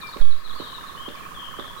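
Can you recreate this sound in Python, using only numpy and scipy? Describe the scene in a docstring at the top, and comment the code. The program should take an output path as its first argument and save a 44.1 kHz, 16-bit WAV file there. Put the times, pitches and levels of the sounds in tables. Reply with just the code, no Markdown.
"""Nightjar in a bog at dusk

Two microphones stand far apart in a forest. A nightjar churrs in rapid pips nearer the right one,
songbirds warble near the left, and dull knocks, probably the jaws of a feeding bear, come twice a second
over steady hiss. Early on a deep bump overloads the right microphone and its limiter ducks that side."""
import sys
import numpy as np
from scipy import signal
from scipy.fft import rfft, irfft
from scipy.io import wavfile
from scipy.ndimage import uniform_filter1d, minimum_filter1d

SR = 44100
rng = np.random.default_rng(int(sys.argv[2]) if len(sys.argv) > 2 else 0)


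def int16_out(signal):
    """Quantize to a 16-bit WAV file."""
    q = np.round(np.clip(np.atleast_2d(signal).T, -1, 1) * 32767)
    wavfile.write(sys.argv[1], SR, q.astype(np.int16))


N = 79380


def nightjar():
    """A churr of eighteen beats a second, each a falling tick and three low pips, in broken runs."""
    # Each row: first beat in seconds, beat period in seconds, number of beats.
    runs = [(.035, .0555, 3), (.2295, .0555, 16), (1.151, .0558, 12)]
    # Each row: offset from the beat and length in seconds, start, middle and end pitch in Hz, trim in dB.
    pips = [(-.033, 0.0087, 2020, 1668, 1420, -4.5), (-.013, 0.0097, 1380, 1222, 1070, -2),
            (-.005, .011, 1184, 1064, 1140, 1), (.004, 0.0097, 1100, 1193, 1350, -2.5)]
    # Left row, then right: scatter level in dB and t60 in seconds, tail level in dB and t60 in seconds.
    paths = [(7.5, 0.051, -10.5, 0.75), (-3.5, 0.12, -7.5, 0.45)]
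    level_db, spread_db, pitch_jitter = -30, 1.2, 0.026
    churr = np.zeros(N)
    for first, period, count in runs:
        for beat in range(count):
            for offset, length, *arc, trim_db in pips:
                pitch, force = rng.standard_normal(2)
                pip = note(length, *np.array(arc) * (1 + pitch_jitter * pitch))
                gain = from_db(level_db + trim_db + spread_db * force)
                add(churr, first + beat * period + offset, gain * pip)
    left, right = (forest(churr, *path) for path in paths)
    return np.array([from_db(-7) * delayed(left, lag_s=.020), right])


def songbirds():
    """Wavering, slurred whistles blurred by the trees, and one sharp, dry chip on the left."""
    # Each row: start and length in seconds, start, middle and end pitch in Hz, level in dB.
    syllables = [ (.007, .036, 4500, 3720, 3470, -34.5), (0.069, 0.032, 4950, 4424, 4250, -34),
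                 (0.121, .024, 4100, 3850, 3630, -35.5), (0.21, .024, 3706, 3390, 3353, -33.5),
                 (0.304, .028, 4300, 4007, 3600, -35), (0.374, 0.039, 4850, 4670, 4480, -48.5),
                 (0.445, 0.036, 4300, 3890, 3420, -35), (0.492, 0.027, 4100, 3590, 3400, -33),
                 (.523, .047, 3700, 4355, 4540, -35.5), (0.583, .045, 4477, 3900, 3730, -33.5),
                 (0.575, 0.0566, 2810, 3110, 3150, -42.5), (.63, 0.044, 4130, 3657, 3240, -35.5),
                 (.678, 0.046, 3650, 3830, 3820, -38), (.655, 0.14, 3200, 3070, 2750, -43),
                 (0.739, 0.048, 4200, 3780, 3570, -34), (.866, 0.042, 4180, 3760, 3280, -37.5),
                 (0.96, .11, 2920, 3160, 3104, -36.5), (1.047, .052, 2877, 3200, 3580, -33),
                 (1.153, .064, 2540, 2340, 2920, -43.5), (1.164, 0.037, 4230, 4140, 4150, -48),
                 (1.218, 0.078, 2475, 2530, 3230, -44), (1.345, 0.067, 3480, 3254, 3300, -33.5),
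                 (1.403, .105, 3260, 3133, 3156, -36.5), (1.404, .07, 3080, 2856, 2990, -39),
                 (1.536, 0.065, 3017, 3130, 3360, -37.5), (1.592, 0.023, 3400, 3520, 3510, -30),
                 (1.608, .088, 3280, 3346, 3380, -36), (1.65, .035, 3320, 3900, 4830, -47.5),
                 (1.773, .06, 3940, 3860, 3900, -41.5)]
    waver = 0.0229 * np.tile(drift(rate_hz=139), 2)
    song = np.zeros(N)
    for start, length, *arc, db in syllables:
        add(song, start, from_db(db) * note(length, *arc, edge=0.067, bend=waver[int(start * SR):]))
    path = dict(scatter_db=-2, scatter_t60=0.0089, tail_db=1, tail_t60=0.86)
    left, right = forest(song, **path), forest(song, **path)
    chip = note(length_s=.006, start_hz=5500, middle_hz=4900, end_hz=4000)
    add(left, 1.152, from_db(-42) * chip)
    return np.array([left, from_db(-41) * right])


def whistler():
    """Another bird gives one pure, lower, slightly falling note on the left."""
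    call = np.zeros(N)
    add(call, .01, from_db(-32.5) * note(length_s=.097, start_hz=2440, middle_hz=2375, end_hz=2340))
    # The negative t60 makes the faint scatter swell slowly.
    left = forest(call, scatter_db=-23, scatter_t60=-9, tail_db=-6, tail_t60=1.04)
    return np.array([left, np.zeros(N)])


def jaws():
    """Each chew is a wet, falling glop with a dull splash, then a snap and a weaker one after it."""
    # Each row: start in seconds, glop level in dB, glop end pitch in Hz, snap level in dB.
    chews = [(.161, -25.5, 298, -25.5), (.599, -23.5, 266, -27), (1.079, -22.5, 250, -26.5),
             (1.588, -24.5, 287, -22.5)]
    # Left row, then right: scatter level in dB and t60 in seconds, tail level in dB and t60 in seconds.
    paths = [(-4, .08, -16, 0.38), (-9, 0.25, -6, 0.42)]
    splash_t60, snap_delay_s, snap_gap_s = 0.082, .009, .0475
    chewing, t = np.zeros(N), np.arange(SR // 10) / SR
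    for start, glop_db, end_hz, snap_db in chews:
        glop = note(length_s=0.0102, start_hz=633, middle_hz=end_hz * 1.153, end_hz=end_hz, edge=0.33)
        splash = rng.standard_normal(len(t)) * from_db(glop_db - 60 * t / splash_t60)
        add(chewing, start, from_db(glop_db) * glop)
        add(chewing, start, band(splash, low_hz=163, high_hz=915))
        add(chewing, start + snap_delay_s, from_db(snap_db) * snap())
        add(chewing, start + snap_delay_s + snap_gap_s, from_db(snap_db - 9) * snap())
    left, right = (forest(chewing, *path) for path in paths)
    return np.array([from_db(-12) * delayed(left, lag_s=.016), right])


def snap():
    """A dry, dull tick of noise with a short hollow ring."""
    # Each row: resonance in Hz, level in dB, t60 in seconds.
    modes = [(605, -2.5, 0.023), (1030, 4.5, 0.0071), (1650, -13, 0.024)]
    tick_db, tick_t60 = 3.5, .014
    t = np.arange(SR // 20) / SR
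    ring = sum(from_db(db - 60 * t / t60) * np.sin(2 * np.pi * hz * t) for hz, db, t60 in modes)
    burst = rng.standard_normal(len(t)) * from_db(tick_db - 60 * t / tick_t60)
    tick = band(burst, low_hz=1204, high_hz=4330)
    return ring + band(tick, low_hz=500, high_hz=4830)


def bumps():
    """Slow one-sided swings of pressure on the right microphone, the first with a crackle."""
    # Each row: start, rise, hold and fall in seconds, level in dB ahead of the limiter.
    swings = [(0.199, 0.04, 0.018, 0.17, 6.5), (0.382, 0.069, 0.036, 0.17, -22)]
    pressure, t = np.zeros(N), np.arange(N) / SR
    for start, rise, hold, fall, db in swings:
        ramp = np.interp(t, start + np.cumsum([0, rise, hold, fall]), [0, 1, 1, 0])
        pressure -= from_db(db) * np.sin(np.pi / 2 * ramp) ** 2
    add(pressure, .216, from_db(-24.5) * snap())  # overload crackle
    return np.array([np.zeros(N), pressure])


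def air():
    """A smooth bed of still air and microphone hiss, unrelated on the two sides."""
    # Each row: frequency in Hz, left and right noise density in dB per Hz.
    spectrum = [(3.86, -58.5, -56), (20, -62, -63.5), (40, -70, -70.5), (81, -76.5, -73.5),
                (168, -80, -69.5), (310, -83.5, -74.5), (540, -80, -77), (790, -88.5, -79),
                (1210, -76, -75), (1870, -83.5, -78.5), (2130, -83.5, -85.5), (4170, -92, -90),
                (7300, -100, -92), (15000, -103, -92.5)]
    hz, *sides = np.transpose(spectrum)
    log_hz = np.log(np.arange(N // 2 + 1) * SR / N + 1e-9)
    gain = from_db([np.interp(log_hz, np.log(hz), db) for db in sides])
    return irfft(rfft(rng.standard_normal((2, N))) * gain, N) * np.sqrt(SR / 2)


def forest(x, scatter_db, scatter_t60, tail_db, tail_t60):
    """Direct sound, scatter from nearby trunks and a long diffuse tail, at constant power."""
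    t, path = np.arange(N) / SR, np.zeros(N)
    path[0] = 1
    for db, t60 in ((scatter_db, scatter_t60), (tail_db, tail_t60)):
        echoes = rng.standard_normal(N) * np.exp(-np.log(1000) * t / t60)
        path += from_db(db) * echoes / np.linalg.norm(echoes)
    return signal.fftconvolve(x, path / np.linalg.norm(path))[:N]


def limiter(x):
    """The gain ducks fast on overload, holds, then recovers steadily."""
    threshold_db, hold_s, release_db_per_s = -4.5, .11, 84
    size = int(hold_s * SR)
    over_db = np.maximum(20 * np.log10(np.abs(x) + 1e-9) - threshold_db, 0)
    held_db = -minimum_filter1d(-over_db, size, origin=(size - 1) // 2, mode="constant")
    release_db = release_db_per_s * np.arange(N) / SR
    duck_db = np.maximum.accumulate(held_db + release_db) - release_db
    return x * from_db(-uniform_filter1d(duck_db, size=180))


def note(length_s, start_hz, middle_hz, end_hz, edge=0.55, bend=None):
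    """A sine gliding along an arc through three pitches, faded at both ends."""
    progress = np.linspace(0, 1, int(length_s * SR))
    arc = np.polyfit([0, .5, 1], [start_hz, middle_hz, end_hz], 2)
    hz = np.polyval(arc, progress)
    if bend is not None:
        hz = hz * (1 + bend[:len(hz)])
    fade = np.clip(np.minimum(progress, 1 - progress) / edge, 0, 1)
    return np.sin(np.pi / 2 * fade) * np.sin(2 * np.pi * np.cumsum(hz) / SR)


def drift(rate_hz):
    """Smooth random wander with a spread of 1."""
    pole = np.exp(-2 * np.pi * rate_hz / SR)
    wander = signal.lfilter([1], [1, -2 * pole, pole * pole], rng.standard_normal(N))
    return wander / wander.std()


def band(x, low_hz, high_hz):
    """Gentle band-pass."""
    return signal.sosfilt(signal.butter(2, [low_hz, high_hz], "band", fs=SR, output="sos"), x + 1e-18)


def delayed(x, lag_s):
    """The same sound arriving later."""
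    return np.interp(np.arange(N) - lag_s * SR, np.arange(N), x, left=0)


def add(track, start_s, sound):
    """Mix a sound into a track at its start time."""
    i = int(round(start_s * SR))
    sound = sound[max(-i, 0):]
    i = min(max(i, 0), N)
    track[i:i + len(sound)] += sound[:N - i]


def from_db(db):
    """Decibels to gain."""
    return 10 ** (np.asarray(db) / 20)


def scene():
    """Birds, bear, bumps and air at the two microphones."""
    return nightjar() + songbirds() + whistler() + jaws() + bumps() + air()


def record(dry):
    """A limiter on each side, the recorder's own hiss and electronic whine, and a steep top cut."""
    hiss_db_per_hz, whine_hz, whine_db, cutoff_hz = -101, 15261, (-67.5, -79), 15900
    limited = np.array([limiter(side) for side in dry])
    hiss = from_db(hiss_db_per_hz) * np.sqrt(SR / 2) * rng.standard_normal((2, N))
    whine = from_db(whine_db)[:, None] * np.sin(2 * np.pi * whine_hz * np.arange(N) / SR)
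    top_cut = signal.ellip(12, .1, 70, cutoff_hz, fs=SR, output="sos")
    return signal.sosfilt(top_cut, limited + hiss + whine)


dry = scene()
out = record(dry)
int16_out(out)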